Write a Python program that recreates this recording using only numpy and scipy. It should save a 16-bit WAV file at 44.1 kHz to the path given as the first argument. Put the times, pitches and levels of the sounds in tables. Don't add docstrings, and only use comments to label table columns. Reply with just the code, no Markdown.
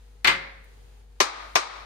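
import sys
import numpy as np
from scipy import signal
from scipy.fft import rfft, irfft
from scipy.io import wavfile
from scipy.ndimage import uniform_filter1d, minimum_filter1d

SR = 44100
rng = np.random.default_rng(int(sys.argv[2]) if len(sys.argv) > 2 else 0)


def materialize(psi):
    bounded = np.clip(np.atleast_2d(psi).T, -1, 1)
    quanta = np.round(bounded * 32767).astype(np.int16)
    wavfile.write(sys.argv[1], SR, quanta)


N = 81585
TIME = np.arange(N) / SR
AGE = TIME[:2 ** 15]

# frequency_hz, density_db_per_hz
RUMBLE_COLOUR = [(20, -12.5), (45, -2.5), (90, -1), (135, -4), (200, -15), (320, -17), (450, -6.5),
                 (600, -18), (820, -12.5), (1200, -26.5), (2500, -43.5)]
HISS_COLOUR = [(500, -1.5), (1500, 1.5), (2800, -1), (4400, -2), (5600, -7), (6800, -3.5), (7500, -10),
               (9500, -5), (10800, -14), (13000, -10), (15500, -23)]
# time_s, level_db
RUMBLE_LEVEL = [(0, -63), (.65, -60), (.78, -58.5), (1.0, -60.5), (1.09, -63.5), (1.85, -60)]
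HISS_LEVEL = [(0, -64.5), (.2, -66.5), (.61, -66.5), (.65, -64), (.75, -62.5), (1.0, -64), (1.07, -69.5),
              (1.5, -58.5), (1.85, -63)]
# frequency_hz, rms_level_db
HUM_TONES = [(50, -49.5), (241.5, -77), (479, -73)]
# frequency_hz, correlation (no unit)
LIKENESS = [(60, 0.2), (250, .6), (600, -0.13), (1500, 0.078), (4000, 0.034), (8000, -0.087),
            (12000, -0.17)]
# frequency_hz, t60_s
ROOM_T60 = [(150, 0.61), (500, 0.65), (1200, 0.66), (2500, 0.66), (5000, 0.63), (10000, 0.32)]
# start_s, level_db, tilt_db_per_octave, ring_db, left_right_db
CLANKS = [(0.2449, -13.5, -1.3, -6, 5.5), (0.272, -10, 0, -1.5, 6)]
# frequency_hz, level_db, t60_s
VISE_MODES = [(371, -25, .45), (546, -24, .7), (1135, -12, .14), (1314, -19, .35), (1590, -11, .1),
              (1674, -8, .22), (2060, -3, .24), (2105, -13, .3), (2320, -5, .14), (2375, -8, .13),
              (2468, -9, .16), (2880, -12, .14), (3540, -14, .17), (4340, -17, .14), (6960, -18, .06),
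              (11930, -31, .22), (12600, -21, .05)]
# frequency_hz, density_db_per_hz
SNAP_COLOUR = [(1500, -8.5), (2600, 0.5), (4500, -2.5), (7000, -7.5), (10500, -18), (12800, -3.5),
               (14000, -24.5), (16000, -34.5)]
# frequency_hz, density_db_per_hz
CLANK_COLOUR = [(80, -31), (160, -16.5), (400, -17.5), (520, -20), (900, -5.5), (1600, -2.5), (2400, -0.5),
                (3100, -4), (4300, -5.5), (5800, -17.5), (9000, -22.5), (10700, -36), (12700, -28.5),
                (14200, -56)]
CLANK_SCATTER = [(120, -35), (350, -5.5), (550, -17.5), (900, 0), (2200, -1), (3000, -0.5), (4400, -7.5),
                 (5800, -17.5), (9000, -22), (11000, -45), (14000, -50)]
CLANK_TAIL = [(80, -12), (150, -3), (280, -10.5), (700, -6), (1400, -2.5), (2150, 3.5), (2900, -11),
              (4300, -10), (6000, -23.5), (9000, -36.5), (14000, -51)]
# start_s, level_db, tilt_db_per_octave, steel_ring_db, thud_db, left_right_db
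BLOWS = [(1.2019, -1.5, 1.56, -5.5, -16, 4.5), (1.554, -2, -0.37, -6, -23, 4)]
# frequency_hz, level_db, t60_s
WOOD_MODES = [(379, -14, .1), (425, -17, .05), (545, -17, .05), (627, -10, .08), (768, -11, .07),
              (950, -10, .08), (1043, -6, .1), (1177, -10, .16), (1400, -13, .05), (1660, -15, .06),
              (1850, -12, .07), (1980, -11, .08), (2300, -13, .1), (2450, -13, .09)]
# frequency_hz, level_db, t60_s
STEEL_MODES = [(1233, -26, 1.1), (3050, -14, .05), (3830, -19, .22), (4030, -21, .33), (5160, -15, .12),
               (5905, -7, .06), (6250, -19, .16), (11950, -41, .25)]
# frequency_hz, density_db_per_hz
CRACK_COLOUR = [(1000, -15), (2500, -16), (4500, -2), (5900, 0.5), (7400, -4), (9000, -14.5), (12800, -6),
                (14300, -24), (16000, -28)]
THUD_COLOUR = [(50, -35), (90, -11), (130, -8), (250, -2), (320, -3.5), (420, 5), (600, 1), (1500, -47)]
# frequency_hz, density_db_per_hz
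KNOCK_COLOUR = [(70, -15), (160, -39), (300, -28), (400, -9), (490, -26), (630, 7), (1050, -4.5),
                (1600, -0.5), (2800, -0.5), (4500, -8), (6500, -6), (7400, -18.5), (8400, -19),
                (10500, -29.5), (12500, -23), (14600, -51)]
KNOCK_SCATTER = [(120, -42), (300, -6), (600, -4), (1150, 1), (1600, 1.5), (2300, -2), (3200, -5.5),
                 (4500, -1.5), (6600, -6.5), (7400, -15.5), (8600, -11.5), (10500, -29.5), (13000, -29),
                 (15000, -52)]
KNOCK_TAIL = [(120, -32), (350, -7), (700, -0.5), (1200, 5), (1600, -3), (2200, -1.5), (3000, -10),
              (4000, -6), (6300, -12), (7600, -18.5), (9000, -17), (11000, -69.5), (15000, -47)]

TICK_S, TICK_DB = 0.641, -59
BENCH_ECHO_S, BENCH_ECHO_DB = 0.0054, -3
LIMIT_DB, LIMIT_HOLD_S, RELEASE_DB_PER_S, LOOK_AHEAD_S = -12, 0.13, 73.5, 0.0033
CUTOFF_HZ = 16600


def from_db(db):
    return 10 ** (np.asarray(db) / 20)


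def at_hz(points, hz):
    table_hz, value = np.transpose(points)
    return np.interp(np.log(hz), np.log(table_hz), value)


def frequencies(size):
    return np.maximum(np.fft.rfftfreq(size, 1 / SR), 1)


def pan(left_right_db):
    gains = from_db(np.array([[left_right_db], [-left_right_db]]) / 2)
    return gains / np.sqrt(np.mean(gains ** 2))


def place(sound, start_s):
    return np.pad(sound, ((0, 0), (int(start_s * SR), N)))[:, :N]


def noise(colour, tilt_db=0, size=len(AGE)):
    hz = frequencies(size)
    mid, side = rfft(rng.standard_normal((2, size)))
    alike = np.clip(at_hz(LIKENESS, hz), -.99, .99)
    common = np.sqrt(1 + alike) * mid
    opposed = np.sqrt(1 - alike) * side * [[1], [-1]]
    gain = from_db(at_hz(colour, hz) + tilt_db * np.log2(hz))
    sound = irfft(gain * (common + opposed), size)
    return sound / np.std(sound)


def envelope(attack, hold, t60, delay=0):
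    age = AGE - delay
    rise = np.clip(age / attack, 0, 1)
    return rise * from_db(-60 * np.clip((age - hold) / t60, 0, 4))


def with_echo(attack, hold, t60):
    direct = envelope(attack, hold, t60)
    reflected = envelope(attack, hold, t60, BENCH_ECHO_S)
    return np.hypot(direct, from_db(BENCH_ECHO_DB) * reflected)


def ring(modes, attack):
    out = 0
    for k, (hz, db, t60) in enumerate(modes):
        gap = np.arccos(np.clip(at_hz(LIKENESS, hz), -1, 1)) * (-1) ** (k // 2)
        wave = np.exp((2j * np.pi * hz - np.log(1000) / t60) * AGE)
        stereo = np.imag(wave * np.exp(.5j * gap * np.array([[1], [-1]])))
        out = out + (-1) ** k * from_db(db) * stereo
    return out * np.minimum(AGE / attack, 1)


def reverberation(colour, build_s):
    spectrum = rfft(noise(colour))
    octave = np.log2(frequencies(len(AGE)))
    centres = 110 * 2. ** np.arange(8)
    out = 0
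    for hz, pick in zip(centres, np.eye(len(centres))):
        band = irfft(spectrum * np.interp(octave, np.log2(centres), pick))
        out = out + band * envelope(build_s, 0, at_hz(ROOM_T60, hz))
    return out


def background():
    hum = 0
    for hz, db in HUM_TONES:
        hum = hum + from_db(db) * np.sqrt(2) * np.sin(2 * np.pi * (hz * TIME + rng.random()))
    rumble = from_db(np.interp(TIME, *np.transpose(RUMBLE_LEVEL))) * noise(RUMBLE_COLOUR, size=N)
    hiss = from_db(np.interp(TIME, *np.transpose(HISS_LEVEL))) * noise(HISS_COLOUR, size=N)
    return pan(2.1) * hum + pan(2.0) * rumble + pan(0.76) * hiss


def lifting_tick():
    touch = noise(HISS_COLOUR, tilt_db=13) * envelope(attack=0.0028, hold=0.0036, t60=0.044)
    return from_db(TICK_DB) * place(touch, TICK_S)


def vise_clanks():
    out = 0
    for start_s, db, tilt_db, ring_db, left_right_db in CLANKS:
        snap = from_db(-11) * noise(SNAP_COLOUR) * envelope(attack=0.00058, hold=0.0015, t60=0.0094)
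        contact = from_db(-2.5) * noise(CLANK_COLOUR, tilt_db)
        contact = contact * with_echo(attack=0.0027, hold=0.0024, t60=0.078)
        steel = from_db(ring_db) * ring(VISE_MODES, attack=0.0046)
        scatter = from_db(-8.5) * noise(CLANK_SCATTER, tilt_db)
        scatter = scatter * envelope(attack=0.006, hold=0.025, t60=0.23)
        tail = from_db(-14) * reverberation(CLANK_TAIL, build_s=0.015)
        direct = pan(-2.5) * snap + pan(left_right_db) * (contact + steel)
        room = pan(2.5) * scatter + pan(0.8) * tail
        out = out + from_db(db) * place(direct + room, start_s)
    return out


def wedge_blows():
    out = 0
    for start_s, db, tilt_db, ring_db, thud_db, left_right_db in BLOWS:
        crack = from_db(-3.5) * noise(CRACK_COLOUR) * envelope(attack=0.004, hold=0.0011, t60=0.015)
        knock = from_db(-1.5) * noise(KNOCK_COLOUR, tilt_db)
        knock = knock * with_echo(attack=0.0032, hold=0.003, t60=0.03)
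        thud = from_db(thud_db) * noise(THUD_COLOUR) * envelope(attack=0.0046, hold=0.0082, t60=0.072)
        wood = from_db(0.5) * ring(WOOD_MODES, attack=0.0049)
        steel = from_db(ring_db) * ring(STEEL_MODES, attack=0.00036)
        scatter = from_db(-10.5) * noise(KNOCK_SCATTER, tilt_db)
        scatter = scatter * envelope(attack=0.015, hold=0.015, t60=0.15)
        tail = from_db(-17) * reverberation(KNOCK_TAIL, build_s=0.019)
        direct = pan(left_right_db) * (crack + knock + thud + wood) + pan(5) * steel
        room = pan(5.3) * scatter + pan(3.5) * tail
        out = out + from_db(db) * place(direct + room, start_s)
    return out


def scene():
    return background() + lifting_tick() + vise_clanks() + wedge_blows()


def limiter(x):
    power = uniform_filter1d(np.mean(x ** 2, axis=0), size=400)
    over_db = np.maximum(10 * np.log10(np.maximum(power, 1e-12)) - LIMIT_DB, 0)
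    hold = max(int(LIMIT_HOLD_S * SR), 1)
    held_db = -minimum_filter1d(-over_db, hold, origin=(hold - 1) // 2, mode="nearest")
    release_db = RELEASE_DB_PER_S * TIME
    cut_db = np.maximum.accumulate(held_db + release_db) - release_db
    ahead_db = np.interp(TIME + LOOK_AHEAD_S, TIME, cut_db)
    return x * from_db(-uniform_filter1d(ahead_db, size=130))


def record(dry):
    limited = np.clip(limiter(dry), -1, 1)
    top_cut = signal.cheby2(18, 80, CUTOFF_HZ, fs=SR, output="sos")
    return signal.sosfilt(top_cut, limited)


dry = scene()
out = record(dry)
materialize(out)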